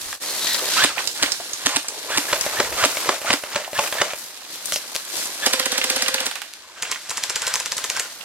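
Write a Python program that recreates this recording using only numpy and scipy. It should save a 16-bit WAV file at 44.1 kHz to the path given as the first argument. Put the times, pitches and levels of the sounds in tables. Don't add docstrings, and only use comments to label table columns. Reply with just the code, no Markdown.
import sys
import numpy as np
from scipy import signal
from scipy.fft import rfft, irfft
from scipy.io import wavfile
from scipy.ndimage import uniform_filter1d

SR = 44100
rng = np.random.default_rng(int(sys.argv[2]) if len(sys.argv) > 2 else 0)


def int16_out(signal):
    q = np.round(np.clip(np.atleast_2d(signal).T, -1, 1) * 32767)
    wavfile.write(sys.argv[1], SR, q.astype(np.int16))


N = 363384

# time_s, crack_peak_db, slam_db, winding_db
AUTOMATIC_SHOTS = [(5.4615, 1.5, -11, -32), (5.532, 2, -15, -43), (5.595, -2, -16, -36),
                   (5.657, -3, -18, -35), (5.719, -8, -17, -46), (5.778, -2.5, -18.5, -31),
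                   (5.84, -1.5, -18, -35), (5.899, 1, -16.5, -33), (5.961, -6, -18, -31.5),
                   (6.021, 2.5, -17.5, -30), (6.081, -1.5, -18.5, -32.5), (6.141, 0, -20.5, -40),
                   (6.203, -6, -21, -38), (6.263, -1.5, -22, -32.5)]
# frequency_hz, gain_db
GEAR_SPECTRUM = [(180, -18), (300, -48), (375, -12), (557, 1), (932, 0.5), (1080, 2.5), (2310, 1.5),
                 (3130, -0.5), (7000, -3), (9100, -5.5), (15400, -120)]
# time_s, left_lag_samples
ARRIVAL_LAG = [(0, -1.5), (.7, -2.5), (1.1, 5.5), (3.2, 2), (3.7, 2), (4.8, 3.5), (5.2, 4), (6.2, 5.5),
               (6.8, 2.5), (8.24, -3.5)]
# frequency_hz, coherence
COHERENCE = [(25, 0.52), (70, 0.78), (290, 1), (1400, 0.82), (4000, 0.095), (15000, 0.32)]


def gun(shots, crack_spectrum, slam_spectrum, modes, *, crack_ms, slam_ms, slam_t60, landing_db,
        rattle_db, rattle_ms, rattle_width_ms, latch_db, latch_ms, latch_hz, wind_ms, coast_t60,
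        drone_hz, drone_db, drone_from_ms, drone_to_ms, rough, lag, pan_db, thump_db, thump_hz):
    lead_s, out = .1, np.zeros((2, N))
    t = np.arange(16384) / SR - lead_s - .003
    ms = t * 1000
    after = np.maximum(t - slam_ms / 1000, 0)
    winding = np.clip((ms + wind_ms) / 8, 0, 1) * gain_of(-60 * np.maximum(t, 0) / coast_t60)
    droning = np.clip(np.minimum(ms - drone_from_ms, drone_to_ms - ms) / 7, 0, 1)
    thump = gain_of(thump_db) * np.sin(2 * np.pi * thump_hz * (ms + 6) / 1000) * gaussian(ms, -6, 6)
    loose = gain_of(rattle_db) * gaussian(ms, rattle_ms, rattle_width_ms)
    landing = gain_of(landing_db) * np.minimum(after / .00015, 1) * gaussian(after, 0, .00237)
    slamming = np.minimum(after / .00073, 1) * gain_of(-60 * after / slam_t60)
    ring = np.minimum(after / .0041, 1) * damped_modes(after, modes)
    for time_s, crack_db, slam_db, winding_db in shots:
        noise = rng.standard_normal((5, len(t)))
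        air_hiss = .18 * noise[0] * (t > 0) * np.exp(-abs(ms) / crack_ms)
        crack = unit_peak(colour(impulse(t) + air_hiss, crack_spectrum))
        rattle = noise_puff(noise[1], loose + landing, crack_spectrum)
        slam = noise_puff(noise[2], slamming, slam_spectrum)
        latch = unit_rms(resonate(noise[3], latch_hz, 1600)) * gaussian(ms, latch_ms, .56)
        fuzz = unit_rms(resonate(noise[4], drone_hz, width_hz=110))
        drone = unit_rms(rough * fuzz + (1 - rough) * np.sin(2 * np.pi * drone_hz * t))
        gears = winding * unit_rms(colour(noise[3], GEAR_SPECTRUM)) + droning * gain_of(drone_db) * drone
        body = slam + thump + ring + rattle + gain_of(latch_db) * latch
        shot = gain_of(crack_db) * crack + gain_of(slam_db) * body + gain_of(winding_db) * gears
        place(out, time_s - lead_s, shot, pan_db, lag)
    return out


def first_gun():
    shots = [(0.838, -10, -23.5, -24.5), (1.225, 0, -27, -35.5), (1.66, 0.5, -26, -37.5),
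             (1.76, -0.5, -28, -27.5), (2.174, -7, -26, -27.5), (2.848, -5, -27, -24),
             (3.329, -19, -26, -31)]
    crack = [(120, -48), (260, -10), (3310, -1.5), (3970, -1.5), (5630, -4.5), (9400, -8.5), (16000, -33)]
    slam = [(59, -36), (100, -30), (502, -14), (2800, -6), (5080, -49), (8640, -33), (14700, -16),
            (16000, -38)]
    modes = [(294, 10.5, 0.054), (664, 23.5, 0.0094)]
    build = dict(crack_ms=3, slam_ms=4.62, slam_t60=0.12, landing_db=18, rattle_db=14, rattle_ms=-0.71, rattle_width_ms=3.1, latch_db=6, latch_ms=-9.5, latch_hz=2660, wind_ms=80.4, coast_t60=0.042, drone_hz=1050, drone_db=-3.5, drone_from_ms=-31, drone_to_ms=-12, rough=0.9, lag=3.93, pan_db=-2.5, thump_db=-10, thump_hz=117)
    return gun(shots, crack, slam, modes, **build)


def second_gun():
    shots = [(2.328, -2.5, -18, -34), (2.599, -3, -16.5, -32), (2.837, 1, -15, -35),
             (3.089, 0, -17.5, -30.5), (3.303, 2, -19, -41), (3.558, -4.5, -19, -34.5),
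             (3.789, -5, -16.5, -32), (4.014, 1.5, -16, -32.5)]
    crack = [(120, -36), (200, -6.5), (1040, 3.5), (3560, -4), (8740, -11.5), (15100, -48), (16000, -29)]
    slam = [(59, -50), (100, -3), (818, -5), (1420, -37), (7450, 14), (8460, -24), (14400, -9), (16000, -5)]
    modes = [(570, 8.2, 0.038), (870, 2.4, 0.022), (1810, 9.6, 0.0092)]
    build = dict(crack_ms=3.8, slam_ms=0.61, slam_t60=0.014, landing_db=4.5, rattle_db=2.5, rattle_ms=-1.5, rattle_width_ms=2.35, latch_db=1, latch_ms=-13, latch_hz=3000, wind_ms=51.5, coast_t60=0.73, drone_hz=600, drone_db=-1.5, drone_from_ms=1.7, drone_to_ms=66, rough=1, lag=2.1, pan_db=-0.5, thump_db=-18, thump_hz=123)
    return gun(shots, crack, slam, modes, **build)


def third_gun():
    crack = [(120, -40), (200, -17), (1910, 6.5), (5500, 9.5), (10500, -1), (14100, -6), (16000, -13)]
    slam = [(59, -48), (170, -42), (260, -8), (595, -1.5), (1500, 6.5), (3470, 3), (6150, -5), (8830, 1.5),
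            (14700, -15), (16000, -28)]
    modes = [(270, -4.5, 0.032), (510, -3, 0.038), (788, -4.5, 0.037)]
    build = dict(crack_ms=1.8, slam_ms=2.08, slam_t60=0.043, landing_db=-18, rattle_db=1, rattle_ms=-1.9, rattle_width_ms=2.4, latch_db=-5, latch_ms=-7, latch_hz=3270, wind_ms=44, coast_t60=0.02, drone_hz=531, drone_db=-19, drone_from_ms=-36, drone_to_ms=-11, rough=0.29, lag=3.9, pan_db=-3, thump_db=-31.5, thump_hz=75)
    return gun(AUTOMATIC_SHOTS, crack, slam, modes, **build)


def fourth_gun():
    shots = [(6.823, -9, -16.5, -44.5), (6.913, -3, -18.5, -36.5), (7.105, -12, -19, -41),
             (7.172, -11, -17.5, -39), (7.235, -1.5, -20.5, -39), (7.296, -5, -17.5, -42),
             (7.357, -1.5, -16.5, -43), (7.418, -5.5, -20, -37), (7.468, -9, -14, -35.5),
             (7.478, -4, -26, -44), (7.537, -1, -19, -34), (7.554, -2, -20, -49), (7.599, -5, -20, -51),
             (7.657, -6, -21.5, -59), (7.718, -4.5, -19.5, -59), (7.779, -7, -21, -57),
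             (7.84, -4, -19, -37), (7.898, -1, -19.5, -47), (7.965, -13, -18.5, -39),
             (7.995, -1.5, -17, -38)]
    crack = [(120, -62), (200, -50), (1870, -0.5), (2960, -3), (5230, 2.5), (13100, -10), (16000, -33)]
    slam = [(59, -48), (100, -25), (300, -13.5), (1010, -2), (2800, -4.5), (3470, -41), (7290, 1.5),
            (13500, -31), (16000, -22)]
    modes = [(480, -5.5, 0.02), (990, 3.5, 0.014), (2600, -14, 0.013)]
    build = dict(crack_ms=1, slam_ms=3.25, slam_t60=0.028, landing_db=-11, rattle_db=-3, rattle_ms=-1.5, rattle_width_ms=2.65, latch_db=-27, latch_ms=-7, latch_hz=6000, wind_ms=64, coast_t60=0.71, drone_hz=1570, drone_db=-16, drone_from_ms=-50, drone_to_ms=70, rough=0.61, lag=1.08, pan_db=0.2, thump_db=-31, thump_hz=114)
    return gun(shots, crack, slam, modes, **build)


def snaps():
    events = [(0.1281, -13, -33, -7, 0.025, -1), (0.593, -7, -42, -30, .01, 4),
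              (1.693, -14, -20, -8, .01, -1), (2.4641, -10, -4.5, -10.5, 0.049, 1),
              (2.7255, -17, -8, -7, 0.051, 1.5), (2.9709, -15, -5.5, -7, 0.046, 0),
              (3.2163, -20.5, -4, -5, 0.033, -1), (3.4373, -20.5, -2, -4, .035, -1),
              (3.7316, -23, 3, -6, .04, 1.5), (3.9253, -16, -5, -2, 0.038, 0),
              (4.1348, -17.5, -5, -4, 0.018, 0), (4.7228, -2, -21, -18, 0.018, 0),
              (4.7605, -5, -18.5, -18.5, 0.014, 1), (4.95, -14, -24, -17, 0.013, 10),
              (4.9558, -5.5, -19.5, -26, .01, -3), (4.9632, -2.5, -28, -23, 0.017, 3),
              (6.313, -11.5, -35, -15, .04, -6), (6.356, -13, -44, -15, 0.11, -8),
              (6.418, -13.5, -42, -18, 0.099, -8), (6.537, -16.5, -40, -34, .03, -4)]
    snap_spectrum = [(120, -55), (300, -33), (1200, -13), (3000, 3.5), (6500, 0), (12000, -5), (16000, -16)]  # frequency_hz, gain_db
    tail_spectrum = [(120, -57), (300, -31), (700, -0.5), (2200, 4.5), (5000, -6.5), (12000, -11),
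                     (16000, -21)]
    modes = [(597, 0.5, 0.029), (2070, -50, 0.0047)]
    lead_s, out = .002, np.zeros((2, N))
    t = np.arange(8192) / SR - lead_s
    after = np.maximum(t, 0)
    knock = damped_modes(after, modes)
    for time_s, peak_db, knock_db, tail_db, tail_t60, pan_db in events:
        noise = rng.standard_normal((2, len(t)))
        hiss = .15 * noise[0] * (t > 0) * np.exp(-after / .0012)
        snap = unit_peak(colour(impulse(t) + hiss, snap_spectrum))
        tail_envelope = np.clip(t / .0011 + 1, 0, 1) * gain_of(tail_db - 60 * after / tail_t60)
        sound = snap + gain_of(knock_db) * knock + noise_puff(noise[1], tail_envelope, tail_spectrum)
        place(out, time_s - lead_s, gain_of(peak_db) * sound, pan_db, lag=.9)
    return out


def ticks():
    impacts = [(0.469, -16.5, 4230, 24), (0.543, -11.5, 4440, 15), (0.86, -14, 2980, -2),
               (0.97, -19, 777, -4), (0.979, -14.5, 2120, -16), (1.049, -29, 576, -.6),
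               (1.072, -8.5, 5150, -10.5), (1.195, -22, 1370, -4), (1.2365, -12, 1510, 0),
               (1.259, -12, 2800, -8), (1.318, -6, 5170, -9), (1.399, -22.5, 746, -1),
               (1.532, -11, 5600, -7), (1.843, -26.5, 1160, -1.5), (1.882, -11, 5870, -3),
               (2.297, -31, 1670, -1.1), (2.409, -6.5, 5900, 4.5), (3.244, -18.5, 660, -1),
               (3.644, -21, 2420, -4), (3.676, -20, 694, 1), (3.837, -32, 630, -1), (3.872, -19, 2510, -6),
               (3.951, -16.5, 620, -1), (4.103, -20, 2800, -2), (4.409, -38, 1190, 0), (4.461, -34, 890, 0),
               (4.448, -30, 3500, -9), (4.655, -18.5, 8340, 17), (4.919, -29, 820, 4),
               (5.165, -15, 7200, -3), (5.254, -13.5, 7400, 0.6), (5.458, -24, 2500, -9),
               (5.509, -21, 1900, -4), (5.627, -17, 3100, -7), (5.756, -20, 2200, -9),
               (5.813, -8, 2440, -6), (6.06, -15, 2500, -8), (6.18, -16, 2500, -10), (6.256, -14, 8450, -2),
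               (6.831, -19, 1810, -3), (6.85, -19, 2200, -2), (6.9213, -17, 2400, -4),
               (6.944, -22, 3300, -2.5), (6.956, -21, 1830, -9), (7.093, -14, 6600, 2),
               (7.225, -24, 4160, -7), (7.766, -13, 7100, -1), (8.207, -27, 3040, -18)]
    out, t = np.zeros((2, N)), np.arange(4096) / SR - .0015
    for time_s, peak_db, hz, pan_db in impacts:
        t60, width_hz = .041 * .9 ** np.log2(hz / 1000), .71 * hz
        splash = rng.standard_normal(len(t)) * (t > 0) * gain_of(-60 * abs(t) / t60)
        force = impulse(t) + 1.2 * (1000 / hz) ** .2 * splash
        ring = resonate(resonate(force, hz, width_hz), hz, width_hz)
        tick = unit_peak(ring + .027 * np.diff(force, prepend=0))
        place(out, time_s, gain_of(peak_db) * tick, pan_db, at_time(ARRIVAL_LAG, time_s))
    return out


def gear_whines():
    glides = [(0.459, 0.12, 1906, 1880, -33.5, -4), (0.756, 0.1, 689, 1898, -23.5, -4),
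              (0.891, 0.032, 2000, 950, -34.5, -7), (0.939, 0.035, 1300, 1400, -43, -10),
              (2.085, 0.086, 835, 1880, -31, -3), (2.28, 0.036, 1630, 1850, -33, -15),
              (2.551, 0.048, 1455, 1900, -32, -18), (2.775, 0.068, 812, 1700, -28.5, -17),
              (3.264, 0.047, 1170, 1600, -28, -10), (3.747, 0.035, 1577, 1780, -30.5, -14),
              (3.98, 0.032, 1590, 1820, -29, -8), (5.419, 0.04, 1703, 1750, -29, -1.5),
              (6.626, 0.093, 1030, 1035, -53, -15), (6.754, 0.065, 1543, 1590, -46.5, -7),
              (6.844, 0.061, 1590, 1630, -45, -1), (7.422, 0.043, 1285, 1570, -34.5, -15),
              (7.481, 0.072, 1450, 1560, -38, -10), (7.548, 0.027, 1150, 1000, -37, -8),
              (7.913, 0.033, 1590, 1500, -41, -10), (7.946, 0.045, 1390, 1610, -33, -6),
              (8.009, 0.061, 1500, 1420, -42, -4)]
    out = np.zeros((2, N))
    fuzz_hz, rasp_db, swell_db = 90, -5.5, 2
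    for start_s, length_s, first_hz, last_hz, level_db, octave_db in glides:
        progress = np.arange(0, length_s, 1 / SR) / length_s
        hz = first_hz + (last_hz - first_hz) * np.sqrt(progress)
        noise = rng.standard_normal((3, len(hz)))
        tooth = 1.1 * np.sin(2 * np.pi * np.cumsum(hz) / SR) + unit_rms(resonate(noise[0], hz, fuzz_hz))
        octave = unit_rms(resonate(noise[1], 2 * hz, 2 * fuzz_hz))
        rasp = unit_rms(resonate(noise[2], hz, width_hz=910))
        tone = unit_rms(tooth) + gain_of(octave_db) * octave + gain_of(rasp_db) * rasp
        envelope = gain_of(level_db + swell_db * progress) * signal.windows.tukey(len(hz), .3)
        place(out, start_s, tone * envelope, pan_db=-1.5, lag=3)
    return out


def motor_hum():
    start_s, end_s, first_hz, last_hz = 5.5, 6.27, 518, 530
    level_db, sag_hz, sag_db = -37.5, 35, -3
    out, t = np.zeros((2, N)), np.arange(start_s, end_s, 1 / SR)
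    shot_times = np.transpose(AUTOMATIC_SHOTS)[0]
    cycles = np.interp(t, shot_times, np.arange(len(shot_times)))
    load = uniform_filter1d(cycles % 1, size=300)
    hz = np.linspace(first_hz, last_hz, len(t)) + sag_hz * (.5 - load)
    fuzz = unit_rms(resonate(rng.standard_normal(len(t)), hz, width_hz=45))
    tone = unit_rms((np.sin(2 * np.pi * np.cumsum(hz) / SR) + .4 * fuzz) * gain_of(sag_db * load))
    place(out, start_s, gain_of(level_db) * tone * signal.windows.tukey(len(t), .1), pan_db=-1.5, lag=3.9)
    return out


def trunk_echoes(sound):
    decay_times = [(200, 0.096), (1000, 0.14), (4000, 0.22), (14000, 0.31)]
    taps, slot = np.zeros((2, SR // 4)), 20
    slots = np.arange(200, SR // 4 - slot, slot)
    arrivals = slots + rng.integers(0, slot, (2, len(slots)))
    np.put_along_axis(taps, arrivals, rng.choice([-1., 1.], arrivals.shape), 1)
    hz, t, (left, other) = signal.stft(taps, SR, nperseg=256)
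    decay = gain_of(-60 * t / at_frequency(decay_times, hz)[:, None])
    tail = signal.istft(np.array([left, partly_coherent(left, other, hz)]) * decay, SR, nperseg=256)[1]
    return signal.oaconvolve(sound, tail / np.linalg.norm(tail[0]), axes=1)[:, :N]


def scrapes():
    strokes = [
        [(0.25, 4300, -29), (0.384, 4220, -38), (0.429, 4020, -25.5), (0.55, 4030, -25), (0.572, 4080, -42),
         (0.582, 4160, -28), (0.62, 4100, -42)],
        [(4.722, 5600, -30), (4.743, 6000, -20), (4.751, 6000, -36), (4.765, 5600, -25), (4.795, 5500, -39)],
    ]
    widths_hz, lags = (620, 1400), (-1.2, 1)
    out = np.zeros((2, N))
    for stroke, width_hz, lag in zip(strokes, widths_hz, lags):
        times, centre_hz, level_db = np.transpose(stroke)
        t = np.arange(times[0], times[-1], 1 / SR)
        hiss = unit_rms(resonate(rng.standard_normal(len(t)), np.interp(t, times, centre_hz), width_hz))
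        envelope = gain_of(np.interp(t, times, level_db)) * signal.windows.tukey(len(t), .2)
        place(out, times[0], hiss * envelope, pan_db=.6, lag=lag)
    return out


def leaf_rustle(t):
    stirring = [(0.0, -33, 0), (0.27, -28.5, -0.5), (0.55, -25.5, 2), (0.88, -45, -9.5), (.94, -41, -4),
                (1, -30.5, -2.5), (1.801, -34, -3.5), (1.85, -39, -2.5), (2.06, -32, -4), (2.29, -31, 2.5),
                (2.66, -31, -0.5), (2.705, -33, 2), (2.76, -29.5, 0), (3.01, -28.5, 1.5), (3.15, -35, 1.5),
                (3.68, -42.5, 4.5), (3.85, -28, 1.5), (4.1, -42, 4), (4.36, -40, -3), (5.4, -32.5, -1.4),
                (5.65, -33, -9), (5.94, -28.5, -8), (6.17, -34, -11.5), (6.52, -42.5, -6.5),
                (6.75, -49.5, -4), (6.9, -46, -10), (7.02, -38.5, -3), (7.34, -37, -9), (7.87, -34, -5),
                (8.24, -39.5, -2)]
    swishes = [(0.777, 0.11, -20.5), (4.222, 0.06, -38), (4.54, 0.035, -37.5), (4.716, 0.074, -31.5),
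               (4.956, 0.024, -56), (5.199, 0.066, -29)]
    spectrum = [(880, -77), (1500, -12.5), (1950, -12.5), (2170, -13.5), (2970, -7), (4050, -1),
                (12600, -4.5), (15900, -19.5), (16500, -55)]
    times, stir_db, tilt_db = np.transpose(stirring)
    level_db = 20 * np.log10(gain_of(np.interp(t, times, stir_db)) + swells(t, swishes))
    crackle = granular_noise(grains_per_s=610, spread_db=6, graininess=.69)
    return diffuse(crackle, spectrum, (2200, 21000), level_db, np.interp(t, times, tilt_db)), level_db


def gearbox_whirr(t):
    activity = [(0.0, -39.5), (0.25, -34), (0.44, -30.5), (0.69, -30.5), (.9, -32), (.94, -37), (1.0, -27),
                (1.14, -48.5), (1.28, -29.5), (1.38, -41), (1.8, -38.5), (2.05, -39.5), (2.27, -30.5),
                (2.66, -28.5), (2.705, -37.5), (2.75, -29.5), (3.01, -29.5), (3.16, -28), (3.2, -41.5),
                (3.3, -24), (3.42, -39.5), (3.58, -29.5), (3.7, -42), (3.85, -25.5), (3.9, -38),
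                (3.97, -30.5), (4.11, -31.5), (4.19, -42.5), (4.35, -42.5), (5.09, -38.5), (5.18, -34.5),
                (5.36, -36), (5.48, -27.5), (5.62, -35), (6.06, -41), (6.2, -32), (6.42, -42.5), (6.5, -48),
                (6.75, -45.5), (6.9, -37), (7.02, -48), (7.39, -41), (7.89, -44), (8.06, -38), (8.14, -47),
                (8.24, -41)]
    level_db = at_time(activity, t)
    rattle = granular_noise(grains_per_s=240, spread_db=1, graininess=.74)
    return diffuse(rattle, GEAR_SPECTRUM, (900, 14000), level_db), level_db


def low_mid_noise(t, whirr_db):
    peaks = [(0.268, -50), (.45, -60), (.64, -39.5), (1.1, -47), (1.5, -54), (1.95, -44), (2.1, -41),
             (2.55, -44), (2.73, -40.5), (3.08, -41), (3.9, -65), (4.72, -61), (5.16, -46.5), (5.98, -62),
             (7.25, -58), (7.75, -52)]
    spectrum = [(300, -7), (450, -2), (580, -1), (750, -8), (1100, -1.5)]  # frequency_hz, gain_db
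    rise_s, t60_s = .07, .56
    envelope = gain_of(whirr_db - 18)
    for time_s, level_db in peaks:
        rise = np.clip((t - time_s) / rise_s + 1, 0, 1)
        envelope += rise * gain_of(level_db - 60 * np.maximum(t - time_s, 0) / t60_s)
    noise = granular_noise(grains_per_s=120, spread_db=3.5, graininess=.94)
    return diffuse(noise, spectrum, (450, 700), level_db=0) * envelope


def rumble(rustle_db, whirr_db):
    spectrum = [(15, -40), (25, -10), (75, -27), (195, -17.5), (335, -8.5), (458, -25), (500, -19),
                (650, -28), (1100, -120)]
    sum_db = 10 * np.log10(gain_of(rustle_db) ** 2 + gain_of(whirr_db) ** 2)
    noise = granular_noise(grains_per_s=100, spread_db=-3, graininess=.39)
    return diffuse(noise, spectrum, (40, 350), sum_db - 22)


def wind(t):
    gusts = [(0.0, 0.2, -46), (2.36, .1, -49), (2.55, 0.11, -49), (2.698, 0.061, -38)]  # centre_s, half_width_s, level_db
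    breeze_db = -68
    buffeting = signal.sosfilt(signal.butter(2, 60, fs=SR, output="sos"), rng.standard_normal((2, N)))
    return unit_rms(buffeting) * (gain_of(breeze_db) + swells(t, gusts))


def gain_of(db):
    return 10 ** (np.asarray(db) / 20)


def unit_rms(x):
    return x / np.sqrt(np.mean(x ** 2) + 1e-20)


def unit_peak(x):
    return x / abs(x).max()


def impulse(t):
    return abs(t) < .5 / SR


def gaussian(t, centre, half_width):
    return np.exp(-((t - centre) / half_width) ** 2)


def swells(t, rows):
    return sum(gain_of(db) * gaussian(t, centre_s, half_width_s) for centre_s, half_width_s, db in rows)


def at_time(curve, t):
    return np.interp(t, *np.transpose(curve))


def at_frequency(curve, hz):
    frequencies, values = np.transpose(curve)
    return np.interp(np.log(hz + 1), np.log(frequencies + 1), values)


def damped_modes(t, modes):
    return sum(np.sin(2 * np.pi * hz * t) * gain_of(db - 60 * t / t60) for hz, db, t60 in modes)


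def colour(x, spectrum):
    gain_db = np.maximum(at_frequency(spectrum, abs(np.fft.fftfreq(2048, 1 / SR))), -80)
    response = np.exp(np.conj(signal.hilbert(np.log(gain_of(gain_db)))))
    return signal.fftconvolve(x, np.fft.ifft(response).real[:1024])[:len(x)]


def noise_puff(noise, envelope, spectrum):
    return colour(noise * envelope, spectrum) / np.std(colour(noise, spectrum))


def resonate(x, hz, width_hz):
    carrier = np.exp(2j * np.pi * np.cumsum(hz * np.ones(len(x))) / SR)
    pole = np.exp(-np.pi * width_hz / SR)
    return 2 * (carrier * signal.lfilter([1 - pole], [1, -pole], x / carrier)).real


def granular_noise(grains_per_s, spread_db, graininess):
    sizes = gain_of(spread_db * np.minimum(rng.exponential(1, (2, N)), 3.5))
    onsets = rng.random((2, N)) < grains_per_s / SR
    grains = signal.lfilter([1], [1, -.985], sizes * onsets, axis=1)
    return unit_rms((unit_rms(grains) * graininess + 1) * rng.standard_normal((2, N)))


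def place(mix, start_s, sound, pan_db, lag):
    delay = np.exp(-2j * np.pi * np.fft.rfftfreq(len(sound)) * lag)
    left = irfft(rfft(sound) * delay, len(sound))
    pair = np.array([left, sound]) * gain_of([[pan_db / 2], [-pan_db / 2]])
    span = mix[:, round(start_s * SR):][:, :len(sound)]
    span += pair[:, :span.shape[1]]


def partly_coherent(common, independent, hz):
    coherence = at_frequency(COHERENCE, hz)[:, None]
    return coherence * common + np.sqrt(1 - coherence ** 2) * independent


def diffuse(noises, spectrum, band_hz, level_db, tilt_db=np.zeros(N)):
    hz, t, (right, other) = signal.stft(noises, SR, nperseg=512, noverlap=384)
    outside = (hz < spectrum[0][0]) | (hz > spectrum[-1][0])
    shape = gain_of(at_frequency(spectrum, hz) - 60 * outside)
    shape /= np.sqrt(np.mean(shape ** 2 * (hz >= band_hz[0]) * (hz <= band_hz[1])))
    delay = np.exp(-2j * np.pi * hz[:, None] / SR * at_time(ARRIVAL_LAG, t))
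    left = partly_coherent(right, other, hz) * delay
    tilt = gain_of(np.log2((hz[:, None] + 1) / 6000) * np.interp(t * SR, np.arange(N), tilt_db))
    pair = np.array([left, right]) * shape[:, None] * tilt
    return signal.istft(pair, SR, nperseg=512, noverlap=384)[1][:, :N] * gain_of(level_db)


def scene():
    t = np.arange(N) / SR
    hits = ticks() + snaps() + first_gun() + second_gun() + third_gun() + fourth_gun()
    echoes = gain_of(-6) * trunk_echoes(hits)
    motors = gear_whines() + motor_hum()
    leaves, rustle_db = leaf_rustle(t)
    gears, whirr_db = gearbox_whirr(t)
    background = leaves + gears + low_mid_noise(t, whirr_db) + rumble(rustle_db, whirr_db)
    return hits + echoes + motors + background + scrapes() + wind(t)


def record(dry):
    dip_s, dip_db, fade_out_s, fade_in_s = .1966, -19, .081, .026
    clip_level, top_hz = .88, 16100
    since = np.arange(N) / SR - dip_s
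    dip = np.clip(np.maximum(-since / fade_out_s, since / fade_in_s), gain_of(dip_db), 1)
    thinned = signal.sosfilt(signal.butter(2, 55, "high", fs=SR, output="sos"), dry)
    lowpass = signal.firwin(511, top_hz, window=("kaiser", 9), fs=SR)[None]
    return signal.oaconvolve(np.clip(thinned * dip, -clip_level, clip_level), lowpass, "same")


dry = scene()
out = record(dry)
int16_out(out)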